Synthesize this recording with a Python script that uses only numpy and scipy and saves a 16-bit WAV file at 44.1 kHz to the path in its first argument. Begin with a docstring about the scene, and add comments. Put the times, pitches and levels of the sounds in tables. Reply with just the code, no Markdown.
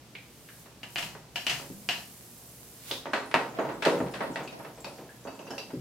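"""A small fitting clinks, then a fizzing hose is drawn out of a glass carboy (a big jug) in a bathroom.
Its hard tip taps the glass and makes it ring, and the carboy glugs. With a brief spray the tip is
laid in the water of a plastic cooler, where tiny bubbles trickle up. Gear knocks on the hollow cooler,
the hose drags over the rim, and heavy bumps set the bathtub booming.
The tiled walls echo, and under it all lie soft room noise and a faint mains hum."""
import sys
import numpy as np
from scipy import signal
from scipy.fft import rfft, irfft
from scipy.io import wavfile

SR = 44100
rng = np.random.default_rng(int(sys.argv[2]) if len(sys.argv) > 2 else 0)


def generate_wav(signal):
    """Clip the signal to [-1, 1] and save it as 16-bit WAV at the path in sys.argv[1]."""
    frames = np.transpose(np.atleast_2d(signal))
    scaled = np.clip(frames, -1, 1) * 32767
    pcm = np.round(scaled).astype(np.int16)
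    wavfile.write(sys.argv[1], SR, pcm)


N = 256000
SIZE = 32768  # samples in one hit and its echo
HZ = np.fft.rfftfreq(SIZE, 1 / SR)

# The glass's overall tone. Each row: frequency in Hz, level in dB.
GLASS_TONE = [(40, -51), (150, -9.5), (450, -13.5), (1200, -7), (2000, -0.5), (2900, 2.5), (3600, -4.5),
              (5000, -7.5), (7500, -14), (12000, -27.5), (16000, -33)]
# The notes glass rings at. Each row: pitch in Hz, width in Hz (narrow rings longer), strength in dB.
GLASS_NOTES = [(712, 71, 9), (949, 20, 6.5), (1734, 23, 5.5), (2170, 11, -14), (2530, 5.3, 7.5),
               (2830, 240, 4.5), (3010, 150, 1), (4100, 10, 14.5), (4660, 150, -0.5), (5500, 13, 9),
               (12400, 500, 10.5)]
# Taps on the glass. Each row: start in seconds, level in dB, sharpness, extra ring in dB.
GLASS_TAPS = [(0.8322, -28.5, 1.07, -2), (.959, -17.5, 1.8, 0.5), (.982, -19, 0.47, -8),
              (1.027, -24, 0.62, -5), (1.358, -17, 0.65, 3.5), (1.467, -13, 0.87, -3),
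              (1.4963, -14, 0.46, -9), (1.8892, -11.5, 1.2, 1.5), (1.909, -21, 0.52, -8)]

def carboy_taps(gain_db=19, body_db=-17.5, body_growth=0.43, tick_db=-2, clean_tick_db=-7, pan_db=4.5):
    """The hard tip swings against the glass: a clean bounce rings, a scuff ticks."""
    bands_hz = [(200, 1500), (1800, 4000), (4000, 15000)]  # body, ring, tick
    out = np.zeros((2, N))
    for start, db, sharp, ring_db in GLASS_TAPS:
        notes = [(hz, width, note_db + ring_db) for hz, width, note_db in GLASS_NOTES]
        glass = resonator(GLASS_TONE, notes)
        levels_db = [body_growth * db + body_db, db, db + tick_db + clean_tick_db * sharp]
        add(out, start, strike(glass, bands_hz, levels_db, sharp, pan_db))
    return amp(gain_db) * out


# The cooler's overall tone. Each row: frequency in Hz, level in dB.
COOLER_TONE = [(30, -49), (90, -32), (140, -1), (240, 4), (900, 7), (1800, -3), (3000, -16), (4200, -26.5),
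               (7000, -47.5), (16000, -66.5)]
# The notes that ring when the cooler is knocked, its own and the room's.
# Each row: pitch in Hz, width in Hz, strength in dB.
KNOCK_NOTES = [(175.5, 2.7, 1.8), (267.3, 10.4, 4.3), (310.5, 4, 0.98), (354, 9.3, 0.56), (432.7, 27, 3.2),
               (558, 17.5, 7.1), (642.3, 18, 3.3), (790, 4.3, 0.42), (923, 30, 0.99), (1320, 4.1, 0.76),
               (1482, 4.7, 0.33), (1913, 21, 1.1), (2640, 18, 0.49)]
# Knocks on the cooler. Each row: start in seconds, level in dB, hardness in dB (below 0 is soft hose,
# above 0 is hard plastic), sharpness (0 is a scuff, 2 a clean crack).
COOLER_KNOCKS = [(.658, -44.5, 5, .4), (1.151, -34.5, -0.5, 1.3), (1.598, -33.5, -7, 0.85),
                 (2.908, -29.5, -2, 0.5), (3.057, -26, 0, 1.1), (3.068, -30, -16, .3),
                 (3.134, -14.5, 4.5, 0.49), (3.314, -33.5, 10.5, 1.4), (3.342, -10, 5, 1.48),
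                 (3.587, -15, -7, 0.28), (3.688, -23.5, -2, 0.084), (3.823, -22.5, 12, 0.34),
                 (3.851, -19, 14, 0.52), (3.862, -13, -7.5, 0.48), (3.922, -21, -18.5, 0.12),
                 (4.003, -21.5, -7.5, 1.1), (4.138, -27.5, 9.5, 0.29), (4.206, -18, -2, 0.38),
                 (4.3588, -22.5, 5.5, 0.78), (4.598, -32.5, -5, 0.65), (4.649, -32.5, 1.5, 0.74),
                 (4.846, -28.5, -9, .5), (5.252, -32, -14, 0.59), (5.272, -28.5, -9.5, 0.44),
                 (5.392, -32.5, -13, .3), (5.469, -38, -3.5, .8), (5.505, -28, -11.5, 0.55),
                 (5.58, -34.5, -4, 1.2), (5.704, -39, 3.5, 0.77)]

def cooler_knocks(gain_db=22, thud_db=-8, clack_db=-9, tick_db=-18, rim_hz=2650, rim_width_hz=800):
    """Gear hits hollow plastic: hard things clack more and thud less; sharp hits make the rim crack."""
    bands_hz = [(100, 450), (450, 2000), (2000, 4500), (4500, 15000)]  # thud, knock, clack, tick
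    out = np.zeros((2, N))
    ring = resonator(COOLER_TONE, KNOCK_NOTES)
    rim = resonance(rim_hz, rim_width_hz, db=-1)
    for start, db, hard_db, sharp in COOLER_KNOCKS:
        balance_db = np.array([thud_db - 0.53 * hard_db, 0, clack_db + hard_db, tick_db + 1.3 * hard_db])
        ring_with_rim = ring * (1 + rim * sharp ** 2 / 2)
        add(out, start, strike(ring_with_rim, bands_hz, db + balance_db, sharp, pan_db=3))
    return amp(gain_db) * out


# The notes of a boom. Each row: pitch in Hz, level in dB, seconds to fade by 60 dB.
BOOM_NOTES = [(63, -21, 0.47), (133.6, -3.5, 0.5), (181.8, -5, 0.38), (263, 5.5, 0.13), (314.8, -3, 0.33),
              (373.5, -3.5, 0.3), (421.4, -0.5, 0.17), (488, -10, 0.6), (553, -2.5, 0.25)]
# Low booms: a glug in the carboy, then heavy bumps.
# Each row: start in seconds, level in dB, frequency in Hz near which it pushes hardest.
BOOMS = [(1.70, -34.5, 278), (2.912, -28.5, 620), (3.35, -23.5, 260), (3.59, -27, 396), (3.862, -9.5, 534),
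         (3.924, -18, 480), (4.004, -20, 278), (4.025, -16.5, 79), (4.298, -26.5, 227), (5.733, -23.5, 282),
         (5.767, -19, 90)]

def low_booms(gain_db=-5, rise_s=0.0026, pan_db=0.5):
    """A glug, then bumps on the bathtub, boom on a few low notes; soft, heavy bumps reach the lowest."""
    out, t = np.zeros((2, N)), np.arange(SIZE) / SR
    attack = 1 - np.exp(-t / rise_s)
    for start, db, push_hz in BOOMS:
        boom = np.zeros(SIZE)
        for hz, note_db, fade_s in BOOM_NOTES:
            note = amp(note_db - 60 * t / fade_s) * np.sin(2 * np.pi * (hz * t + rng.random()))
            boom += note / np.hypot((push_hz / hz) ** 2.08, (hz / push_hz) ** 2)  # far notes get less
        add(out, start, amp([[db + pan_db], [db - pan_db]]) * boom * attack)
    return amp(gain_db) * out


# The fitting's overall tone. Each row: base frequency in Hz, level in dB.
FITTING_TONE = [(100, -10), (1400, -8.5), (2600, 2), (3600, 5.5), (5200, -2), (8000, -10.5), (16000, -28)]
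# The notes it rings at. Each row: base pitch in Hz, base width in Hz, strength in dB.
FITTING_NOTES = [(2750, 58, 15.5), (2735, 30, 29), (2970, 12, 21), (4030, 23, 18), (4870, 13, 24.5),
                 (4820, 140, 16), (5700, 50, 19), (11400, 53, 22.5)]
# Clinks. Each row: start in seconds, level in dB, extra treble in dB, pitch multiplier,
# extra ring in dB (low when the part is held or wet).
CLINKS = [(0.152, -30, -28, .84, -19), (.488, -42.5, -13, 0.59, -20), (2.9124, -18, -15.5, 1.28, -25),
          (3.135, -29, -10, 1.53, -7), (4.476, -33, -11, 0.94, -11), (4.845, -32, 1, .93, -11),
          (5.273, -37, -7, .96, 1), (5.392, -39.5, -21, .97, -12), (5.471, -40, -6, .98, 4),
          (5.506, -41.5, 12, 1.1, -2), (5.581, -27.5, -2, 0.99, -6.5)]

def fitting_clinks(gain_db=22, sharp=0.85):
    """Small hard parts touch and ring; damping makes each note weaker and shorter."""
    bands_hz = [(1800, 4200), (4200, 15000)]
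    out = np.zeros((2, N))
    for start, db, treble_db, pitch, ring_db in CLINKS:
        tone = [(hz * pitch, tone_db) for hz, tone_db in FITTING_TONE]
        notes = [(hz * pitch, width * amp(-ring_db), note_db + ring_db)
                 for hz, width, note_db in FITTING_NOTES]
        add(out, start, strike(resonator(tone, notes), bands_hz, [db, db + treble_db], sharp))
    return amp(gain_db) * out


# The tone of the rubbing. Each row: frequency in Hz, level in dB.
DRAG_TONE = [(60, -45), (140, -1), (300, 1.5), (750, 0.5), (1300, -12), (2600, -17), (5000, -25.5),
             (9000, -50), (16000, -32)]
# Strokes of the hose. Each row: time of full level in seconds, seconds held, level in dB.
DRAG_STROKES = [(3.406, 0.58, -37.5), (3.988, 0.67, -41), (4.8, 0.27, -49.5), (5.44, 0.33, -48)]

def hose_drag(gain_db=-3):
    """The hose slips over the rim in small jerks, stroke by stroke."""
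    push = np.max([swell(*row, rise_db_per_s=93, fall_db_per_s=49) for row in DRAG_STROKES], axis=0)
    jerks = clicks(per_s=300, spread_db=7.7)
    slips = signal.fftconvolve(jerks, irfft(room(sharp=0.29)), axes=1)[:, :N]
    return amp(gain_db) * push * diffuse(slips, DRAG_TONE)


# The tones of the fizz and the spray. Each row: frequency in Hz, level in dB.
FIZZ_TONE = [(200, -40), (1000, -49), (2500, -18), (4500, -1.5), (8000, 4), (13000, 5), (16000, -1)]
SPRAY_TONE = [(300, -8), (2000, 1), (3800, 3), (6500, -1), (10500, -1), (16000, -3)]
# Spells of fizz and of spray. Each row: time of full level in seconds, seconds held, level in dB,
# rise and fall in dB per second.
FIZZ_SPELLS = [(0.543, 0.075, -55.5, 26, 120), (0.986, 0.053, -48.5, 104, 134),
               (1.46, 1.52, -53.3, 99, 189), (3.65, 0.72, -64, 40, 0)]
SPRAY_SPELL = [(2.895, .035, -41, 170, 170)]

def gas_fizz(fizz_db=1.5, spray_db=-1, pan_db=-1):
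    """Gas makes countless tiny bursts at the wet tip, and a brief spray as the jet meets the water."""
    gas = sum(swell(*row) for row in FIZZ_SPELLS)
    jet = swell(*SPRAY_SPELL[0])
    hiss = amp(fizz_db) * gas * diffuse(clicks(per_s=14000, spread_db=0.9), FIZZ_TONE)
    spray = amp(spray_db) * jet * diffuse(clicks(per_s=10000, spread_db=2.4), SPRAY_TONE)
    return (hiss + spray) * amp([[pan_db], [-pan_db]])


# Single bubbles. Each row: start in seconds, level in dB, pitch in Hz.
BUBBLES = [(0.976, -38, 153.6), (1.056, -43, 180), (1.492, -37, 139.7), (1.699, -35.5, 200),
           (3.261, -48, 9800), (3.595, -49, 6600), (4.805, -46, 7470), (5.092, -46, 1700),
           (5.509, -41, 1640)]

def bubbles(gain_db=25, cycles=7.1):
    """Each bubble rings briefly: large, low ones in the carboy and small, high ones in the cooler."""
    out, t = np.zeros((2, N)), np.arange(SIZE) / SR
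    for start, db, hz in BUBBLES:
        ring = np.sin(2 * np.pi * hz * t) * np.exp(-hz * t / cycles)
        echoed = irfft(rfft(ring) * room(sharp=1))
        add(out, start, amp(db) * echoed / np.linalg.norm(echoed[0]))
    return amp(gain_db) * out


# Gas rising in the cooler. One row: time of full level in seconds, seconds held, level in dB,
# rise and fall in dB per second.
TRICKLE_SPELL = [(4.1, 0.75, -62.5, 6, 5.5)]

def trickle(gain_db=-1, sunk_s=3.0, low_hz=5000, high_hz=13500, cycles=6, spread_db=3, count=130):
    """Once the tip is under water, tiny bubbles of many sizes rise from it and ping."""
    pings, t = np.zeros((1, N)), np.arange(512) / SR
    for when, smallness, chance in rng.random((count, 3)):
        hz = low_hz * (high_hz / low_hz) ** smallness
        ring = np.sin(2 * np.pi * hz * t) * np.exp(-hz * t / cycles)
        db = spread_db * min(-np.log(chance), 3)
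        add(pings, sunk_s + when * (N / SR - sunk_s), amp(db) * ring[None])
    echoed = signal.oaconvolve(pings, irfft(room(sharp=1)), axes=1)[:, :N]
    return amp(gain_db) * swell(*TRICKLE_SPELL[0]) * normalize(echoed)


# The hum's two notes and the room noise's tone. Each row: frequency in Hz, level in dB.
HUM_NOTES = [(59.2, -82), (118.4, -62)]
AIR_TONE = [(20, -28), (42, -20.5), (65, -5), (90, -17), (135, -5.5), (200, -8), (330, -11.5), (650, -16.5),
            (1500, -23), (3000, -23), (6000, -25.5), (16000, -39)]

def background(air_db=-54):
    """Mains electricity hums steadily under low room noise."""
    t = np.arange(N) / SR
    hum = sum(np.sqrt(2) * amp(db) * np.sin(2 * np.pi * (hz * t + rng.random())) for hz, db in HUM_NOTES)
    return hum + amp(air_db) * diffuse(rng.standard_normal((2, N)), AIR_TONE)


# How long the bathroom echoes. Each row: frequency in Hz, seconds to fade by 60 dB.
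ECHO_TIMES = [(100, 1), (400, 0.42), (1000, 0.45), (2800, 0.33), (7000, 0.54), (16000, 1)]

def room(sharp, early=0.55, early_s=0.0057, direct=0.31, scuff_s=0.0026, wall=0.16, wall_s=0.02):
    """The tiled room as a filter: the straight sound, slaps off near walls, then a fading echo."""
    t = np.arange(SIZE) / SR
    noise = diffuse(rng.standard_normal((2, SIZE)), tone=[(1, 0)])
    hz, seconds, slices = signal.stft(noise, SR, nperseg=256)
    fade = amp(-60 * seconds / look_up(ECHO_TIMES, hz)[:, None])
    tail = signal.istft(slices * fade, SR, nperseg=256)[1][:, :SIZE]
    attack = 1 - np.exp(-t / (scuff_s * np.exp(-4 * sharp)))  # a scuff builds up slowly
    paths = normalize(tail * attack * (1 + early * np.exp(-t / early_s))) / np.sqrt(SIZE)
    slaps = rng.integers(40, 1000, size=8)  # delays in samples
    paths[:, slaps] += wall * sharp * np.exp(-t[slaps] / wall_s) * rng.choice([-1, 1], len(slaps))
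    paths[:, 0] += direct * sharp
    return rfft(normalize(paths)) / np.sqrt(SIZE)


# Which way a hit leans. Each row: frequency in Hz, pan multiplier (above 0 is left, below 0 right).
LEAN = [(200, -1.14), (600, -0.7), (1200, -0.24), (3000, 0.48), (5500, 1.1), (11000, -.2)]

def strike(thing, bands_hz, levels_db, sharp, pan_db=0):
    """One hit in the room, with its force shaped to give each frequency band its level."""
    energy = [2 * np.sum(abs(thing[(HZ > lo) & (HZ < hi)]) ** 2) / SIZE for lo, hi in bands_hz]
    force_db = np.array(levels_db) - 10 * np.log10(energy)
    centres_hz = np.sqrt(np.prod(bands_hz, 1))
    force = tone_filter(np.c_[centres_hz, force_db])
    pan = amp(np.array([[.5], [-.5]]) * pan_db * look_up(LEAN, HZ))
    return irfft(thing * force * room(sharp) * pan)


# How alike left and right are. Each row: frequency in Hz, likeness from 0 to 1.
LIKENESS = [(50, .55), (90, .75), (150, .96), (300, .96), (550, .92), (1000, .63), (2000, .46), (4000, .2),
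            (9000, .04)]

def diffuse(pair, tone):
    """Gives two unrelated noises a tone and makes them alike in the bass, as left and right."""
    hz = np.fft.rfftfreq(pair.shape[1], 1 / SR)
    alike = look_up(LIKENESS, hz)
    mid, side = rfft(pair) * np.sqrt([1 + alike, 1 - alike]) * amp(look_up(tone, hz))
    return normalize(irfft([mid + side, mid - side], pair.shape[1]))


def resonator(tone, notes):
    """A filter: an overall tone with ringing notes standing out of it."""
    return tone_filter(tone) * (1 + sum(resonance(*note) for note in notes))


def resonance(hz, width_hz, db):
    """One ringing note as a filter."""
    return amp(db) / (1 + 2j * (HZ - hz) / width_hz)


def tone_filter(tone):
    """A filter with this tone that makes no sound before the hit (minimum phase)."""
    db = look_up(tone, HZ)
    log_gain = np.log(amp(np.r_[db, db[-2:0:-1]]))
    return np.exp(np.conj(signal.hilbert(log_gain)))[:len(db)]


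def clicks(per_s, spread_db):
    """Two streams of random clicks of uneven size."""
    size = amp(spread_db * np.minimum(rng.exponential(1, (2, N)), 4))
    return normalize(size * rng.standard_normal((2, N)) * (rng.random((2, N)) < per_s / SR))


def swell(full_s, hold_s, db, rise_db_per_s, fall_db_per_s):
    """A volume curve that builds up, holds and dies away."""
    t = np.arange(N) / SR
    before_s, after_s = np.maximum(full_s - t, 0), np.maximum(t - full_s - hold_s, 0)
    return amp(db - rise_db_per_s * before_s - fall_db_per_s * after_s)


def amp(db):
    """Turns decibels into a multiplier."""
    return 10 ** (np.asarray(db) / 20)


def normalize(x):
    """Scales a sound to an average (rms) level of 1."""
    return x / np.sqrt(np.mean(x ** 2) + 1e-20)


def look_up(table, hz):
    """Reads between a table's rows on a log-frequency scale."""
    row_hz, values = np.transpose(table)
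    return np.interp(np.log(hz + 1), np.log(row_hz + 1), values)


def add(mix, start_s, sound):
    """Mixes a sound in at its start time."""
    part = mix[:, max(round(start_s * SR), 0):][:, :sound.shape[1]]
    part += sound[:, :part.shape[1]]


def scene():
    """All the sources together, in stereo."""
    return (background() + gas_fizz() + hose_drag() + carboy_taps() + cooler_knocks()
            + low_booms() + fitting_clinks() + bubbles() + trickle())


def record(dry):
    """Cuts off the very highest treble."""
    low_pass = signal.firwin(511, cutoff=15950, window=("kaiser", 9), fs=SR)
    return signal.oaconvolve(dry, low_pass[None], "same")


dry = scene()
out = record(dry)
generate_wav(out)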